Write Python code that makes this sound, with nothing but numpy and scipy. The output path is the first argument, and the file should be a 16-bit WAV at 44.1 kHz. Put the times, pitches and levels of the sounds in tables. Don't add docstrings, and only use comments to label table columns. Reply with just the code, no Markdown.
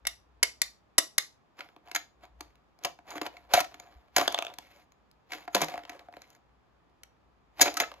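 import sys
import numpy as np
from scipy import signal
from scipy.fft import rfft, irfft, next_fast_len
from scipy.io import wavfile

SR = 44100
rng = np.random.default_rng(int(sys.argv[2]) if len(sys.argv) > 2 else 0)


def field_ratio(decibels):
    return 10 ** (np.asarray(decibels, dtype=float) / 20)


def wav_out(sig):
    wavfile.write(sys.argv[1], SR, np.round(np.clip(np.atleast_2d(sig).T, -1, 1) * 32767).astype(np.int16))


N = 352800


def rms_one(x):
    return x / np.sqrt(np.mean(x ** 2) + 1e-20)


def at_hz(points, hz):
    table_hz, level = np.transpose(points)
    return np.interp(np.log(hz), np.log(table_hz), level)


def band(x, low_hz, high_hz, order=2):
    edges = [low_hz, min(high_hz, .45 * SR)]
    return signal.sosfilt(signal.butter(order, edges, "band", fs=SR, output="sos"), x + 1e-18)


def resonance(x, hz, width):
    r = np.exp(-np.pi * width / SR)
    gain = np.sqrt((1 - r * r) / 2)
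    poles = [1, -2 * r * np.cos(2 * np.pi * hz / SR), r * r]
    return signal.lfilter(gain * np.array([1, 0, -1]), poles, x + 1e-18)


def contacts(shape, per_s, uneven_db):
    sizes = field_ratio(uneven_db * np.minimum(rng.exponential(1, shape), 4)) * rng.choice([-1, 1], shape)
    return rms_one(sizes * (rng.random(shape) < per_s / SR))


ZONES_HZ = [260, 1200, 4000, 8500, 14000]


def body(drive, modes, crack_db, table_db):
    hz, width, level_db = np.transpose(modes)
    zones = np.clip(np.digitize(hz, ZONES_HZ) - 1, 0, 3)
    width = np.maximum(width, .04 * (hz + 1000))
    power = field_ratio(2 * level_db) * width
    out = np.zeros(N)
    for k in range(len(hz)):
        share = power[k] / power[zones == zones[k]].sum()
        out += (-1) ** k * np.sqrt(share) * resonance(drive(zones[k], k), hz[k], width[k])
    for zone in range(4):
        low, high = ZONES_HZ[zone], ZONES_HZ[zone + 1]
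        turn = (-1) ** zone
        to_unit = np.sqrt(SR / 2 / (high - low))
        out += turn * field_ratio(crack_db[zone]) * to_unit * band(drive(zone, -1), low, high)
    table = field_ratio(table_db) * band(drive(0, -1), 57.0, 235.0)
    return band(out, 310.0, 21000.0, order=3) + table


def blows(table, modes, crack_db, table_db, level_db, low_db, high_db, top_db, flurry_ms, rise):
    s, strength_db, lows_db, highs_db = np.transpose(table)
    luck = rng.standard_normal((len(s), len(modes) + 2))
    length_ms = flurry_ms * field_ratio(0.36 * (strength_db + 15) + luck[:, -1])
    samples = np.arange(900)
    phase = samples * 1000 / SR / length_ms[:, None]
    outline = np.minimum(phase / rise, 1) ** 2 * np.exp(-phase ** 2.2)
    flurry = outline * contacts(outline.shape, per_s=10000.0, uneven_db=3.5)
    at = np.minimum((s[:, None] * SR).astype(int) + samples, N - 1)
    zone_db = [lows_db + low_db, 0, highs_db + high_db, highs_db + top_db]
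    even = []
    for low, high in zip(ZONES_HZ, ZONES_HZ[1:]):
        wanted = np.sum(outline ** 2, 1) * (high - low) / (SR / 2)
        even.append(np.sqrt(wanted / np.sum(band(flurry, low, high) ** 2, 1)))

    def drive(zone, k):
        mode_db = 3 * luck[:, k - 1] * (k >= 0)
        gain = even[zone] * field_ratio(strength_db + zone_db[zone] + level_db + mode_db)
        return np.bincount(at.ravel(), (flurry * gain[:, None]).ravel(), N)
    return body(drive, modes, crack_db, table_db)


# (frequency [Hz], width before the plastic's least width [Hz], relative level [dB])
HOUSING = [(313, 53, -5), (542, 120, -3), (716, 55, 1), (1010, 750, -10), (1296, 100, 8.5), (2150, 330, 6),
           (2760, 140, -3), (2841, 130, -33.5), (4620, 200, -4), (4680, 220, -2), (5900, 97, -14),
           (6800, 390, 9), (10750, 170, -8.5), (12300, 430, -24)]
HOUSING_CRACK = [-6, -4, 1, 4]
# (time [s], strength in the middle [dB], lows re middle [dB], highs re middle [dB])
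CLACKS = [(2.7886, -50, -10, -4), (2.8354, -29.5, -29.5, -7), (2.8464, -21, -4, -2), (2.9891, -53, 15, -19),
          (3.1043, -42, -4, 6), (3.1154, -40, 2, -8), (3.1544, -36.5, 9, -15), (3.1792, -33, 3.5, -21),
          (3.2136, -29.5, 5, -3.5), (3.2304, -39, 3, -8), (3.2625, -21, -6, -16), (3.3672, -34, -17, -20.5),
          (3.5344, -10.5, -2, -2.5), (3.5464, -15, -12.5, -15), (3.5734, -26, 9, -20.5),
          (3.5964, -29, -9, -9), (3.6424, -24, -27, -18), (3.7414, -34.5, -6.5, -13.5),
          (3.7978, -34.5, -11.5, -8), (3.8704, -48, -11.5, -26), (3.923, -51, -9, -27),
          (4.0831, -55.5, 0.5, -35), (4.1614, -11.5, -5.5, -3.5), (4.1804, -17.5, 4.5, -0.5),
          (4.1944, -34.5, -13, -1), (4.2108, -25, 3, -4), (4.2552, -34, -1, -27.5), (4.3221, -35, -2, 4),
          (4.3765, -19, -32, -27), (4.5381, -39.5, -11, -4), (4.5845, -36, 2.5, 4.5),
          (4.9197, -49, -6.5, -7), (5.1133, -54.5, -11, 4), (5.3178, -23.5, -20, -15.5),
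          (5.3308, -22, -17.5, -22.5), (5.477, -29.5, -3, -20.5), (5.5454, -13.5, -2, -3.5),
          (5.5634, -24, 4, -26), (5.6054, -29, 3, -9), (5.6146, -25.5, 6, 5.5), (5.6426, -33, -5, 5.5),
          (5.683, -31, -0.5, -7), (5.697, -30, -15, -13), (5.7394, -40.5, 15.5, -33),
          (5.7564, -38.5, 6.5, -35), (5.7768, -32, 2.5, -25), (5.7904, -34, -16, -33.5),
          (5.8346, -34.5, -6, -24), (5.8506, -34, -6, -23.5), (5.8935, -26, -11, -14),
          (5.9194, -42, -6.5, -26), (5.9918, -36, -7.5, -18.5), (6.0856, -56, 19, -19.5),
          (6.1255, -44.5, 1.5, -27), (6.1374, -41.5, 0.5, -27), (6.1674, -47.5, 15.5, -7),
          (6.2178, -40, -7, -3.5), (6.2756, -57.5, -2.5, -2.5), (6.3024, -53.5, -9, 6),
          (6.349, -49.5, -12.5, -5.5), (6.4931, -58.5, -5.5, -29), (6.8974, -66, 7.5, -13),
          (7.0334, -35, -17.5, -5), (7.5954, -28.5, 5.5, -6.5), (7.6056, -18.5, -5, -6),
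          (7.6096, -7, -8.5, 0.5), (7.6234, -16, -10, -0.5), (7.6544, -24, -16, -9),
          (7.6764, -17, -16.5, -25), (7.6984, -29, -20, -24), (7.7398, -39, -15, 6),
          (7.7672, -17, -18, -7.5), (7.7982, -11.5, -11.5, -8), (7.8134, -21.5, -15, -13),
          (7.8334, -20.5, -22, -33), (7.9154, -38.5, 4.5, -13), (7.9394, -39, -1.5, -32)]


def crank_clacks(lows, highs):
    return blows(np.vstack([CLACKS, ticks(lows, highs)]), HOUSING, HOUSING_CRACK, table_db=-3.5,
                 level_db=-13.0, low_db=11.6, high_db=9.9, top_db=-2.5, flurry_ms=9.12, rise=0.28)


def ticks(lows, highs):
    count = 110
    at = (rng.random(count) * N).astype(int)
    db = highs[at] + 3 + 3 * rng.standard_normal(count)
    return np.transpose([at / SR, db, lows[at] - highs[at], 0 * db])[db > -90]


# (time of peak [s], level of lows [dB], middle and highs re lows [dB], hold [s],
#  time to die by 60 dB, at least 0.03 in use [s])
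SLIPS = [(1.596, -48, -11.5, 0.0028, 0.36), (1.862, -54, -16.5, 0.034, 0.48),
         (1.961, -58.5, 9, 0.013, 0.06), (2.238, -48, -19.5, 0.0046, 0.12),
         (2.402, -59.5, -12, 0.0078, 0.54), (2.859, -31, -20, 0.0033, 0.09),
         (3.087, -43, -12.5, 0.092, -1.64), (3.164, -37, -10, .01, -0.4), (3.258, -35.5, -12, 0.014, -0.11),
         (3.33, -56.5, -13.5, .03, .9), (3.519, -41, -12.5, 0.037, 0.32), (3.552, -32, 1.5, 0.058, -0.0438),
         (3.705, -56.5, -14, 0.17, 0.88), (4.189, -30, -7, 0.025, 0.27), (4.277, -44, -13, 0.089, .5),
         (4.494, -47.5, -25, 0.023, 0.12), (4.595, -62, -4, .225, .12), (5.324, -42, -6.5, .025, 0.22),
         (5.407, -53, -9, 0.047, 0), (5.553, -35.5, -7, 0.04, 0.23), (5.617, -27.5, -6.5, 0.023, -0.02),
         (5.69, -42, -15.5, 0.049, 0.34), (5.887, -49.5, -36.5, 0.053, .5),
         (6.129, -63.5, -7.5, 0.24, -0.38), (7.598, -39, -6.5, 0.04, -1.36), (7.657, -26, -13, 0.011, 0.17),
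         (7.744, -47, -12, .01, 0.9), (7.812, -28.5, -14, 0.014, -0.16), (7.925, -61.5, -36.5, 0.15, -5)]


def slip_levels():
    steps = np.arange(0, N, 64) / SR
    s, db, bright_db, hold, t60 = np.transpose(SLIPS)[:, :, None]
    swell_db = 699 * (s - steps)
    dying_db = 60 * np.maximum(steps - s - hold, 0) / np.maximum(t60, .03)
    lows = db - np.where(steps < s, swell_db, dying_db)
    return [np.interp(np.arange(N) / SR, steps, np.max(x, axis=0)) for x in (lows, lows + bright_db)]


def grinding(lows, highs):
    clumps = field_ratio(2.5 * rms_one(band(rng.standard_normal(N), 9.5, 90, order=1)))
    grains = rms_one(contacts(N, per_s=2500.0, uneven_db=1.0) * clumps)
    zones = [grains * field_ratio(db) for db in (lows - 4, highs - 6, highs - 8, highs - 15)]
    steps = np.arange(0, N + 900, 900)
    wander = field_ratio(4 * rng.standard_normal((len(HOUSING), len(steps))))

    def drive(zone, k):
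        return zones[zone] * (np.interp(np.arange(N), steps, wander[k]) if k >= 0 else 1)
    return body(drive, HOUSING, HOUSING_CRACK, table_db=-5.0)


# (frequency [Hz], width before the plastic's least width [Hz], relative level [dB])
GLOBE = [(610, 150, -9), (2000, 75, -1), (3100, 33, -3), (3460, 110, -11), (5500, 920, -1),
         (5570, 100, -12), (5850, 170, 2.5), (6480, 230, 1), (7850, 110, -10), (10400, 160, -11),
         (9750, 83, -5.5), (12100, 70, -19.5), (12000, 900, -6), (13500, 500, -15.5)]
GLOBE_CRACK = [-4, -3, 2, 4]
# (time [s], strength in the middle [dB], lows re middle [dB], highs re middle [dB])
COIN_TAPS = [(0.0519, -28.5, -13.5, -21), (0.0688, -18.5, -22.5, -2.5), (0.429, -12, -15.5, -1),
             (0.6167, -16.5, -17, -0.5), (0.9812, -12.5, -12, 0.5), (1.1806, -13.5, -20.5, -2)]


def coin_taps():
    globe = blows(COIN_TAPS, GLOBE, GLOBE_CRACK, table_db=-24.0, level_db=-11.0,
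                  low_db=5.1, high_db=5.3, top_db=3.0, flurry_ms=6.14, rise=0.07)
    return globe + coin_ring(COIN_TAPS)


# (frequency [Hz], level among the tones [dB], time to die by 60 dB [s])
COIN = [(2160, 0, .07), (3620, -2, .08), (4600, -14, .06), (5600, -10, .06)]


def coin_ring(taps):
    s, db = np.transpose(taps)[:2]
    luck_db = 4 * rng.standard_normal((len(s), len(COIN)))
    out = np.zeros(N)
    for k, (hz, level_db, t60) in enumerate(COIN):
        ring_db = db + level_db - 14 + luck_db[:, k]
        clicks = np.bincount((s * SR).astype(int), field_ratio(ring_db), N)
        r, w = field_ratio(-60 / (t60 * SR)), 2 * np.pi * hz / SR
        out += signal.lfilter([0, np.sin(w)], [1, -2 * r * np.cos(w), r * r], clicks + 1e-18)
    return out


# (frequency [Hz], width before the plastic's least width [Hz], relative level [dB])
CHUTE = [(664, 88, -2.5), (1220, 43, -2), (1296, 150, -5.5), (2180, 91, -23), (2630, 820, -6),
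         (3530, 67, 4), (5430, 470, -12), (6450, 270, 12), (11000, 2200, -23), (12150, 620, -32)]
CHUTE_CRACK = [-10, -10, -3, 0]
# (time [s], strength in the middle [dB])
BOUNCES = [(4.2775, -11.5), (4.344, -16), (4.3876, -16.5), (4.4229, -20), (4.4488, -27), (4.467, -26),
           (4.4814, -35), (4.4916, -50), (4.501, -42)]


def ball_bounces():
    s, db = np.transpose(BOUNCES)
    lows_db = np.full(len(s), -4.0)
    highs_db = -9 + 0.83 * (db - db[0])
    return blows(np.transpose([s, db, lows_db, highs_db]), CHUTE, CHUTE_CRACK, table_db=-25.0,
                 level_db=0.0, low_db=-0.5, high_db=1.5, top_db=-9.0, flurry_ms=2.8, rise=0.29)


# (time [s], strength in the middle [dB], lows re middle [dB], highs re middle [dB])
SLOT_CLICKS = [(1.5903, -36, -4, -19.5), (1.6044, -27, -23, -27), (1.6877, -46, -7, -24.5),
               (1.7634, -61, 19.5, -27.5), (1.8734, -43.5, -10.5, -24), (1.8844, -52, 7.5, -7.5),
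               (1.9134, -34, -5, -7), (1.9469, -21.5, -14, -7), (1.9576, -19, -13.5, -9),
               (2.2365, -55, -4.5, -7.5), (2.2524, -46.5, -6, -14), (2.4064, -39, 2.5, 0.5),
               (2.5553, -56.5, -3, -7)]


def slot_clicks():
    return blows(SLOT_CLICKS, HOUSING, HOUSING_CRACK, table_db=-17.5, level_db=-7.5,
                 low_db=9.0, high_db=9.5, top_db=-2.5, flurry_ms=9.7, rise=0.336)


# (time [s], level before the short outline [dB], frequency [Hz])
THUMPS = [(3.957, -44, 60.1), (5.55, -32.5, 198), (5.617, -34.5, 161)]


def thumps():
    out, t = np.zeros(N + 8000), np.arange(8000) / SR
    outline = (1 - np.exp(-t / 0.0066)) * np.exp(-t / 0.025)
    for s, db, hz in THUMPS:
        out[int(s * SR):][:8000] += field_ratio(db) * np.sin(2 * np.pi * hz * t) * outline
    return out[:N]


def bands():
    edges = 40 * 2 ** np.arange(0, 9.1, .5)
    return [(low, high, np.sqrt(low * high)) for low, high in zip(edges, edges[1:])]


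# (frequency [Hz], time to die by 60 dB [s])
ROOM_T60 = [(250, .3), (700, 0.23), (2000, 0.2), (5000, 0.27), (8000, .24), (12000, 0.23), (16000, .15)]
# (frequency [Hz], relative level [dB])
ROOM_COLOUR = [(250, -12), (700, -11.5), (2000, -13.5), (5000, -14.5), (8000, -18), (12000, -16.5),
               (16000, -22)]


def room(x):
    t = np.arange(SR // 2) / SR
    white = rng.standard_normal((2, 3, len(t)))
    echoes = 0
    for k, (low, high, hz) in enumerate(bands()):
        t60 = at_hz(ROOM_T60, hz)
        decay = field_ratio(at_hz(ROOM_COLOUR, hz) - 60 * t / t60) / np.sqrt(t60 * SR / 14)
        echoes = echoes + decay * band(white[k % 2], low, high)
    build_up = np.clip(t / 0.0027 - .3, 0, 1)
    return signal.fftconvolve(x[None], echoes * build_up, axes=1)[:, :N]


# (frequency [Hz], relative density [dB])
ROOM_NOISE = [(18, -38), (30, -19.5), (61, -25.5), (97, -21), (567, -28), (735, -26.5), (905, -28.5),
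              (978, -26), (1240, -32.5), (15000, -60)]


def room_wash():
    white = rng.standard_normal((2, 3, N))
    wash = 0
    for k, (low, high, hz) in enumerate(bands()):
        wash = wash + field_ratio(at_hz(ROOM_NOISE, hz)) * band(white[k % 2], low, high)
    return field_ratio(-74.5) * wash / np.std(band(wash, 150, 2800))


# (time [s], level [dB])
HUM_DB = [(0.0, -60.5), (1.67, -88.5), (2.38, -59.5), (2.76, -84.5), (3.54, -66.5), (4.66, -77), (8.0, -72)]


def room_hum():
    hum = rms_one(resonance(resonance(rng.standard_normal(N), 58.0, 12.0), 58.0, 12.0))
    s, db = np.transpose(HUM_DB)
    return field_ratio(np.interp(np.arange(N) / SR, s, db)) * hum * field_ratio([[1.5], [-1.5]])


def ports(x):
    low_lag_us, high_lag_us, low_lead_rad = -57.9622, 168.8021, .4
    cross_hz, blend_hz = 5830.0, 407.0
    size = next_fast_len(N)
    hz = np.arange(size // 2 + 1) * SR / size
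    upper = 1 / (1 + np.exp(np.clip((cross_hz - hz) / blend_hz, -40, 40)))

    def late(us):
        return np.exp(-2j * np.pi * hz * us / 1e6)
    lower = (1 - upper) * late(low_lag_us) * np.exp(1j * low_lead_rad)
    right = irfft(rfft(x, size) * (lower + upper * late(high_lag_us)), size)[:N]
    return np.array([x, right])


def scene():
    lows, highs = slip_levels()
    machine = crank_clacks(lows, highs) + grinding(lows, highs)
    machine = machine + coin_taps() + ball_bounces() + slot_clicks()
    echoes, wash = room(machine), room_wash()
    shared = machine + thumps() + echoes[0] + wash[0]
    apart = band(field_ratio(2.0) * echoes[1:] + field_ratio(5.0) * wash[1:], 36.0, 6000.0)
    return ports(shared) + apart + room_hum()


# (frequency [Hz], width [Hz], depth [dB])
TREBLE_DIP = (9100, 860, -12.5)


def thin_treble(dry):
    hz, width, db = TREBLE_DIP
    notched = signal.lfilter(*signal.iirnotch(hz, hz / width, SR), dry)
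    dipped = notched + field_ratio(db) * (dry - notched)
    return signal.sosfilt(signal.butter(3, 14900, fs=SR, output="sos"), dipped)


def top_cut(x):
    return signal.sosfilt(signal.butter(12, 16650, fs=SR, output="sos"), x)


def record(dry):
    top = 1.2
    mix = top * np.tanh(thin_treble(dry) / top)
    return top_cut(mix)


dry = scene()
out = record(dry)
wav_out(out)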